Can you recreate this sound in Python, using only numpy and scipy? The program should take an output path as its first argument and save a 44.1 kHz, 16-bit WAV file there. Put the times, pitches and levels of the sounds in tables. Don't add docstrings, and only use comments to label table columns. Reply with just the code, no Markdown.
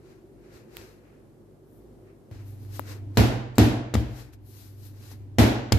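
import sys
import numpy as np
from scipy import signal
from scipy.fft import rfft, irfft
from scipy.io import wavfile
from scipy.ndimage import uniform_filter1d

SR = 44100
rng = np.random.default_rng(int(sys.argv[2]) if len(sys.argv) > 2 else 0)


def master_out(mix):
    frames = np.transpose(np.atleast_2d(mix))
    ceiling = np.clip(frames, -1, 1)
    pcm = np.round(ceiling * 32767).astype(np.int16)
    wavfile.write(sys.argv[1], SR, pcm)


def how_loud(loudness_db):
    steps = np.asarray(loudness_db, float) / 20
    return 10 ** steps


N = 255074
CUT_S = 2.312


def rms_one(x):
    return x / np.sqrt(np.mean(x ** 2) + 1e-20)


def in_time(rows):
    s, value = np.transpose(rows)
    return np.interp(np.arange(N) / SR, s, value)


def at_hz(points, hz):
    point_hz, value = np.array(points).T
    return np.interp(np.log(hz), np.log(point_hz), value)


def drift(rate):
    r = np.exp(-80 * np.pi * rate / SR)
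    slow = signal.lfilter([1], [1, -2 * r, r * r], rng.standard_normal(N // 40 + 2002))[2000:]
    return np.interp(np.arange(N) / 40, np.arange(len(slow)), rms_one(slow))


def sides(pan_db):
    return how_loud(np.array([pan_db / 2, -pan_db / 2]))


# frequency in Hz, left-right likeness from 0 to 1.
LIKENESS = [(60, 0.43), (180, 0.91), (550, 0.67), (1650, 0.046), (4970, 0.2), (15000, -0.01)]


def stereo_noise(spectrum, size, apart=0.81):
    hz = np.fft.rfftfreq(size, 1 / SR) + 1
    alike = np.clip(1 - apart * (1 - at_hz(LIKENESS, hz)), 0, 1)
    mid, side = rfft(rng.standard_normal((2, size)))
    both = np.sqrt(1 + alike) * mid + np.sqrt(1 - alike) * side * [[1], [-1]]
    outside_db = -60 * ((hz < spectrum[0][0]) | (hz > spectrum[-1][0]))
    return rms_one(irfft(both * how_loud(at_hz(spectrum, hz) + outside_db), size))


def add(out, at_s, sound):
    i = round(at_s * SR)
    out[:, i:i + sound.shape[1]] += sound[:, :N - i]


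def band_limit(x):
    return signal.sosfilt(signal.cheby2(12, 40, 14750, fs=SR, output="sos"), x)


# start in seconds, peak in dB, boom in dB, wash in dB, contact time in seconds.
SLAMS = [
    (3.1720, -3, -13, -17, 0.0018),
    (3.5823, -0.5, -12, -17.5, 0.0011),
    (3.9393, -9.5, -15, -31, 0.005),
    (3.9525, -7, -25, -49, 0.0017),
    (5.3850, -0.5, -12.5, -15, 0.0012),
    (5.7214, -2, -15, -26.5, 0.0039),
]
# start in seconds, boom in dB, contact time in seconds.
NUDGES = [(0.526, -51.5, 0.0018), (0.618, -58, 0.0018), (0.763, -50, 0.0033), (2.31, -41, 0.0027),
          (2.79, -60, 0.0035), (4.27, -48, 0.0038), (5.174, -50, 0.0073)]
SLAM_TILT_DB = 0.99
DULL_BELOW_DB, DULLING = -17.5, 0.47
CABINET_DB = 5


def slams():
    out, t = np.zeros((2, N)), np.arange(32768) / SR
    fade = np.clip(8 * (t[-1] - t), 0, 1)
    for s, peak_db, boom_db, wash_db, contact_s in SLAMS:
        tilt_db = SLAM_TILT_DB + DULLING * min(boom_db - DULL_BELOW_DB, 0)
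        body = deep(boom_db, contact_s, t) + boom(boom_db + CABINET_DB, contact_s, t)
        tail = band_limit(wash(wash_db, tilt_db, t))
        add(out, s, fade * (crack(peak_db, contact_s, tilt_db, t) + body + tail))
    for s, boom_db, contact_s in NUDGES:
        add(out, s, fade * deep(boom_db, contact_s, t))
    return out


# frequency in Hz, level in dB per Hz.
CRACK = [(300, 1.5), (1000, 7.5), (2000, 4), (3200, 3.5), (4600, 2), (6500, -13), (9000, -19), (13000, -9),
         (15500, -24.5), (16300, -39)]
# frequency in Hz, left minus right in dB.
CRACK_SIDE = [(1000, 19), (4000, 0.5), (7000, 40.5), (13000, 15)]
PUSH_S = 0.0003
REBOUND, REBOUND_S = 0.36, 0.0019


def crack(peak_db, length_s, tilt_db, t):
    burst = rng.standard_normal(len(t)) * t * np.exp(-t / (0.6 * length_s))
    hz = np.fft.rfftfreq(len(t), 1 / SR) + 1
    colour = how_loud(at_hz(CRACK, hz) + 1.2 * tilt_db * np.log2(hz / 1000)) * sides(at_hz(CRACK_SIDE, hz))
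    sharp = irfft(rfft(burst) * colour, len(t))
    push = -t / PUSH_S * np.exp(1 - t / PUSH_S)
    back = (t / REBOUND_S) ** 2 * np.exp(2 - 2 * t / REBOUND_S)
    return how_loud(peak_db) * (0.57 * sharp / np.abs(sharp).max() + 0.57 * push + REBOUND * back)


# frequency in Hz, level in dB,
# t60 in seconds, sense of the first swing (+1 or -1), fed through the air (0 or 1).
DEEP = [(44, -24, .95, 1, 1), (58, -13, .75, 1, 0), (71, 1.5, .28, -1, 1), (93, 7, .14, -1, 0),
        (104, -3, .5, 1, 0), (111, 0.1, .51, 1, 1), (122, -5.5, 1.04, 1, 1), (131, -21, 1.2, 1, 1)]
DEEP_LAG_S = 0.0028
LANDING_DB = 1.2


def deep(level_db, contact_s, t):
    hz, db, t60, sense, by_air = np.transpose(DEEP)[:, :, None]
    spot_db, lean_db = rng.standard_normal((2, len(DEEP), 1))
    soft_db = -3.0 * np.log2(contact_s / 0.0012) * np.log2(hz / 80)
    since = np.maximum(t - by_air * DEEP_LAG_S, 0)
    level = how_loud(db + soft_db + LANDING_DB * spot_db - 60 * since / t60)
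    rings = sense * level * np.sin(2 * np.pi * hz * since)
    onset = 1 - np.exp(-t / 0.0034)
    return how_loud(level_db) * (sides(3.3 * lean_db - 0.7) * rings).sum(axis=1) * onset


# frequency in Hz, level in dB, t60 in seconds.
BOOM = [(165, -24, .5), (193, -17, .5), (201, -16, .55), (208, -15, .55), (216, -14, .55), (226, -12, .55),
        (240, -16, .55), (249, -11, .55), (255, -12, .5), (270, -14, .55), (280, -12, .55), (293, -10, .55),
        (308, -9, .65), (325, -15, .55), (336, -12, .6), (370, -17, .5), (387, -19, .5), (405, -17, .5),
        (424, -18, .45), (447, -20, .45), (655, -20, .55), (663, -20, .55)]
IN_STEP_S = 0.016
SWELL_S = 0.0066


def boom(level_db, contact_s, t):
    hz, db, t60 = np.transpose(BOOM)[:, :, None]
    spot_db, lean_db, slip = rng.standard_normal((3, len(BOOM), 1))
    soft_db = -3.0 * np.log2(contact_s / 0.00077) * np.log2(hz / 80)
    level = how_loud(db + soft_db + 1.6 * spot_db - 60 * t / t60)
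    rings = level * np.cos(2 * np.pi * hz * (t - IN_STEP_S) + 1.33 * slip)
    return how_loud(level_db) * (sides(5.3 * lean_db) * rings).sum(axis=1) * (1 - np.exp(-t / SWELL_S))


# frequency in Hz, level in dB per Hz.
WASH = [(140, -12.5), (200, -1.5), (330, -2), (387, -7), (432, -6), (482, -7), (522, -9), (764, -9.5),
        (1230, -20.5), (1530, -18.5), (4020, -24.5), (7460, -33), (9020, -40), (11800, -33), (14500, -36)]
# frequency in Hz, t60 in seconds.
WASH_T60 = [(200, 0.67), (530, 0.77), (1390, 0.78), (3680, 0.6), (8000, 0.48), (11000, 0.45), (14500, 0.34)]
WASH_RISE_S = 0.0029
TREBLE_GATE_DB, GATE_FROM_HZ = 25, 8000


def wash(level_db, tilt_db, t):
    noise, out = rfft(stereo_noise(WASH, len(t), apart=1.56)), 0
    octaves = np.log2(np.fft.rfftfreq(len(t), 1 / SR) + 1)
    for centre in np.arange(7.1, 14.1, 1 / 5):
        band = irfft(noise * np.clip(1 - 5 * abs(octaves - centre), 0, 1), len(t))
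        fallen_db = 60 * t / at_hz(WASH_T60, 2 ** centre)
        gate_db = TREBLE_GATE_DB + 7.2 * rng.standard_normal((2, 1))
        lost_db = 2.3 * np.maximum(fallen_db - gate_db, 0) * (2 ** centre > GATE_FROM_HZ)
        out = out + band * how_loud(tilt_db * (centre - 9) - fallen_db - lost_db)
    return how_loud(level_db) * out * (1 - np.exp(-t / WASH_RISE_S))


# start in seconds,
# peak in dB, pitch in Hz.
POCKETS = [(3.1726, -16.5, 4130), (3.1728, -27, 13500), (3.556, -48, 4600), (3.556, -48, 7700),
           (3.5824, -21, 7300), (3.5838, -22, 4100), (3.5832, -22, 11500), (3.5836, -21, 13800),
           (5.723, -15, 4900)]
POCKET_T60_S, POCKET_PAN_DB = 0.01, 10


def pockets():
    out, t = np.zeros((2, N)), np.arange(1200) / SR
    for s, peak_db, hz in POCKETS:
        ring = how_loud(peak_db - 60 * t / POCKET_T60_S) * np.sin(2 * np.pi * hz * t)
        add(out, s, sides(POCKET_PAN_DB)[:, None] * ring)
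    return out


# start in seconds, peak in dB, left minus right in dB, pulse width in
# seconds, tearing from 0 to 1.
SNAPS = [(0.7694, -23, -24.5, 0.000053, 0.58), (0.8143, -34, 0, 0.00007, 0.03),
         (2.7948, -21, 27, 0.00017, 0.8), (2.7978, -30, 22, 0.00033, 0), (2.864, -48, -8, 0.00023, .5),
         (2.65, -46, 3, 0.0001, 0.7), (4.323, -66, -15.5, .0002, 0.79), (4.3345, -43, 0, 0.00006, 1),
         (5.116, -38, 1, 0.00022, .6), (5.719, -30, 1.5, .0002, 0.5), (2.921, -39, 5.5, 0.00016, .8),
         (2.3136, -37, 5, 0.00035, .6), (3.582, -44, 5.5, 0.000097, 0.9)]
SHARP_SNAP_DB = -28
SNAP_DAMPING = 2.8


def snaps():
    out, t = np.zeros((2, N)), np.arange(400) / SR
    for s, peak_db, pan_db, width_s, tearing in SNAPS:
        pulse = -np.sin(2 * np.pi * t / (6 * width_s)) * np.exp(-t / (SNAP_DAMPING * width_s))
        tear = tearing * rng.standard_normal(len(t)) * np.exp(-t / 0.0001)
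        snap = pulse + tear
        if peak_db <= SHARP_SNAP_DB:
            snap = band_limit(snap)
        add(out, s, how_loud(peak_db + 1.5) * sides(pan_db)[:, None] * snap)
    return out


# frequency in Hz, level in dB per Hz.
DRAG = [(250, -10), (420, -6.5), (528, -8), (583, -14.5), (1100, -15.5), (1540, -14.5), (2600, -17.5),
        (3380, -30.5), (5720, -120)]
RUB = [(1530, -39.5), (2600, -6.5), (3660, -2.5), (3960, 1), (6830, -3.5), (8500, -8), (11000, -29.5),
       (18700, -120)]
HISS = [(5000, -20), (8500, -13.5), (11600, -3), (13900, -3), (14900, -16), (15200, -25), (15500, -69)]


def rubbing():
    drag, rub, hiss = np.array(strokes())
    grain = how_loud(0.37 * drift(90) + 0.9 * drift(14))
    friction = drag * stereo_noise(DRAG, N, apart=2.2)
    friction = friction + rub * stereo_noise(RUB, N, apart=6.6)
    friction = friction + hiss * stereo_noise(HISS, N, apart=2.2)
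    return grain * friction


# peak in seconds, rise in seconds, fall in seconds,
# level in dB, lightness in dB (+ fingertips brushing, - palm dragging).
STROKES = [(0.08, 0.098, 0.17, -68, -2), (0.46, 0.11, .1, -72, -4), (0.56, 0.075, .09, -60, -0.5),
           (0.79, 0.093, 0.14, -55, 1), (0.9, 0.09, 0.14, -68, 2), (1.1, 0.15, 0.16, -77.5, -9.5),
           (1.765, 0.13, 0.083, -85.5, 22.5), (2.08, 0.037, 0.094, -79.5, -10.5),
           (2.323, 0.014, 0.21, -62.5, -1), (2.485, 0.079, 0.13, -68, 11.5), (2.64, 0.1, .15, -68, 8),
           (2.765, 0.066, 0.083, -53, 6.5), (2.91, 0.084, 0.074, -49, 1.5), (3.165, 0.026, 0.038, -60.5, 3),
           (3.56, 0.0092, .04, -59, 2), (4.2, 0.14, 0.094, -55.5, 2.5), (4.335, 0.011, 0.025, -60.5, 5),
           (4.5, 0.067, 0.15, -66.5, 13), (4.6, .12, 0.16, -58, 8), (4.861, 0.13, 0.079, -60.5, 9),
           (5.07, 0.16, .14, -58, 5), (5.12, 0.039, 0.038, -54.5, 5.5), (5.36, 0.14, 0.056, -93, -1)]
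STROKE_DB, STROKE_ROUND = 23.5, 0.35
DRAG_DB, DRAG_SWING, HISS_DB = 4.5, 0.7, -5.5
HANDS_PAN_DB, LIGHT_PAN = 4, 0.25


def strokes():
    t, power = np.arange(0, N + 64, 64) / SR, 1e-14
    for s, rise_s, fall_s, level_db, light_db in STROKES:
        from_peak = (t - s) / np.where(t < s, rise_s, fall_s)
        down_db = STROKE_DB * (np.hypot(from_peak, STROKE_ROUND) - STROKE_ROUND)
        drag_db = DRAG_DB - light_db - DRAG_SWING * down_db
        hiss_db = HISS_DB + light_db - down_db
        layers = how_loud(level_db + np.array([drag_db, -down_db, hiss_db]))
        pan = sides(HANDS_PAN_DB + LIGHT_PAN * light_db)
        power = power + (layers[:, None] * pan[:, None]) ** 2
    return [[np.interp(np.arange(N) / SR, t, np.sqrt(p)) for p in layer] for layer in power]


# frequency in Hz, level in dB per Hz.
FAR_AIR = [(18, -9), (30, -15.5), (55, 2.5), (71, -34), (102, -5.5), (173, -14.5), (208, -6.5), (277, -8.5),
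           (359, -6), (767, -23), (897, -26), (2550, -41), (6050, -44), (14000, -43.5), (15500, -95)]
NEAR_AIR = [(30, -8), (48, 5.5), (75, 0.5), (110, 2), (135, -3), (175, -12), (270, -3), (400, -8.5),
            (450, -18), (800, -21), (1200, -31.5), (2300, -35.5), (7860, -45.5), (14600, -46.5)]
# frequency in Hz, rms in dB.
FAR_HUM = [(49.5, -86), (100, -63), (124, -68.5), (149, -64.5)]
# frequency in Hz, level in dB against the hum level.
NEAR_HUM = [(50, -21), (100, 0.4), (124, -13.5), (300, -18.5)]
# frequency in Hz, level in dB per Hz.
FAN = [(330, 1), (352, 3.5), (362, -12), (372, 7.5), (400, -1)]
# time in seconds, level in dB.
FAN_LEVEL = [(0.0, -57), (0.76, -52), (0.85, -54), (1.0, -90), (1.32, -64), (2.09, -55.5), (2.3, -68)]
FAR_DB, NEAR_AIR_DB, NEAR_HUM_DB = -52, -47.5, -42
AIR_FOLLOWS = 0.58


def background():
    gain_db = gain_control()
    fan = how_loud(in_time(FAN_LEVEL)) * stereo_noise(FAN, N)
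    far_air = how_loud(FAR_DB + 0.7 * drift(2.5)) * stereo_noise(FAR_AIR, N, apart=1.1)
    far = fan + far_air + hum(FAR_HUM, wander_db=0.6)
    near_air_db = NEAR_AIR_DB + AIR_FOLLOWS * gain_db + 0.56 * drift(3.6)
    near_air = how_loud(near_air_db) * stereo_noise(NEAR_AIR, N, apart=1.6)
    near = near_air + how_loud(NEAR_HUM_DB + gain_db) * hum(NEAR_HUM, wander_db=1.2)
    return np.where(np.arange(N) < CUT_S * SR, far, near)


def hum(lines, wander_db):
    t, out = np.arange(N) / SR, 0
    for hz, db in lines:
        level = np.sqrt(2) * how_loud(db + wander_db * drift(3.7))
        out = out + level * np.sin(2 * np.pi * (hz * t + rng.random()))
    return out


DUCK_DB, RECOVER_DB_PER_S = -9, 5.5


def gain_control():
    t = np.arange(N) / SR
    gain_db = RECOVER_DB_PER_S * (t - CUT_S)
    for s, *_ in SLAMS:
        gain_db = np.where(t > s, DUCK_DB + RECOVER_DB_PER_S * (t - s), gain_db)
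    return uniform_filter1d(gain_db, size=900)


def scene():
    return slams() + pockets() + snaps() + band_limit(rubbing() + background())


def roll_off(x):
    return signal.sosfilt(signal.butter(12, 15660, fs=SR, output="sos"), x)


def record(dry):
    cut = signal.sosfiltfilt(signal.butter(3, 40, "high", fs=SR, output="sos"), dry)
    mix = 1.695 * np.tanh(cut / 1.875)
    return roll_off(mix)


dry = scene()
out = record(dry)
master_out(out)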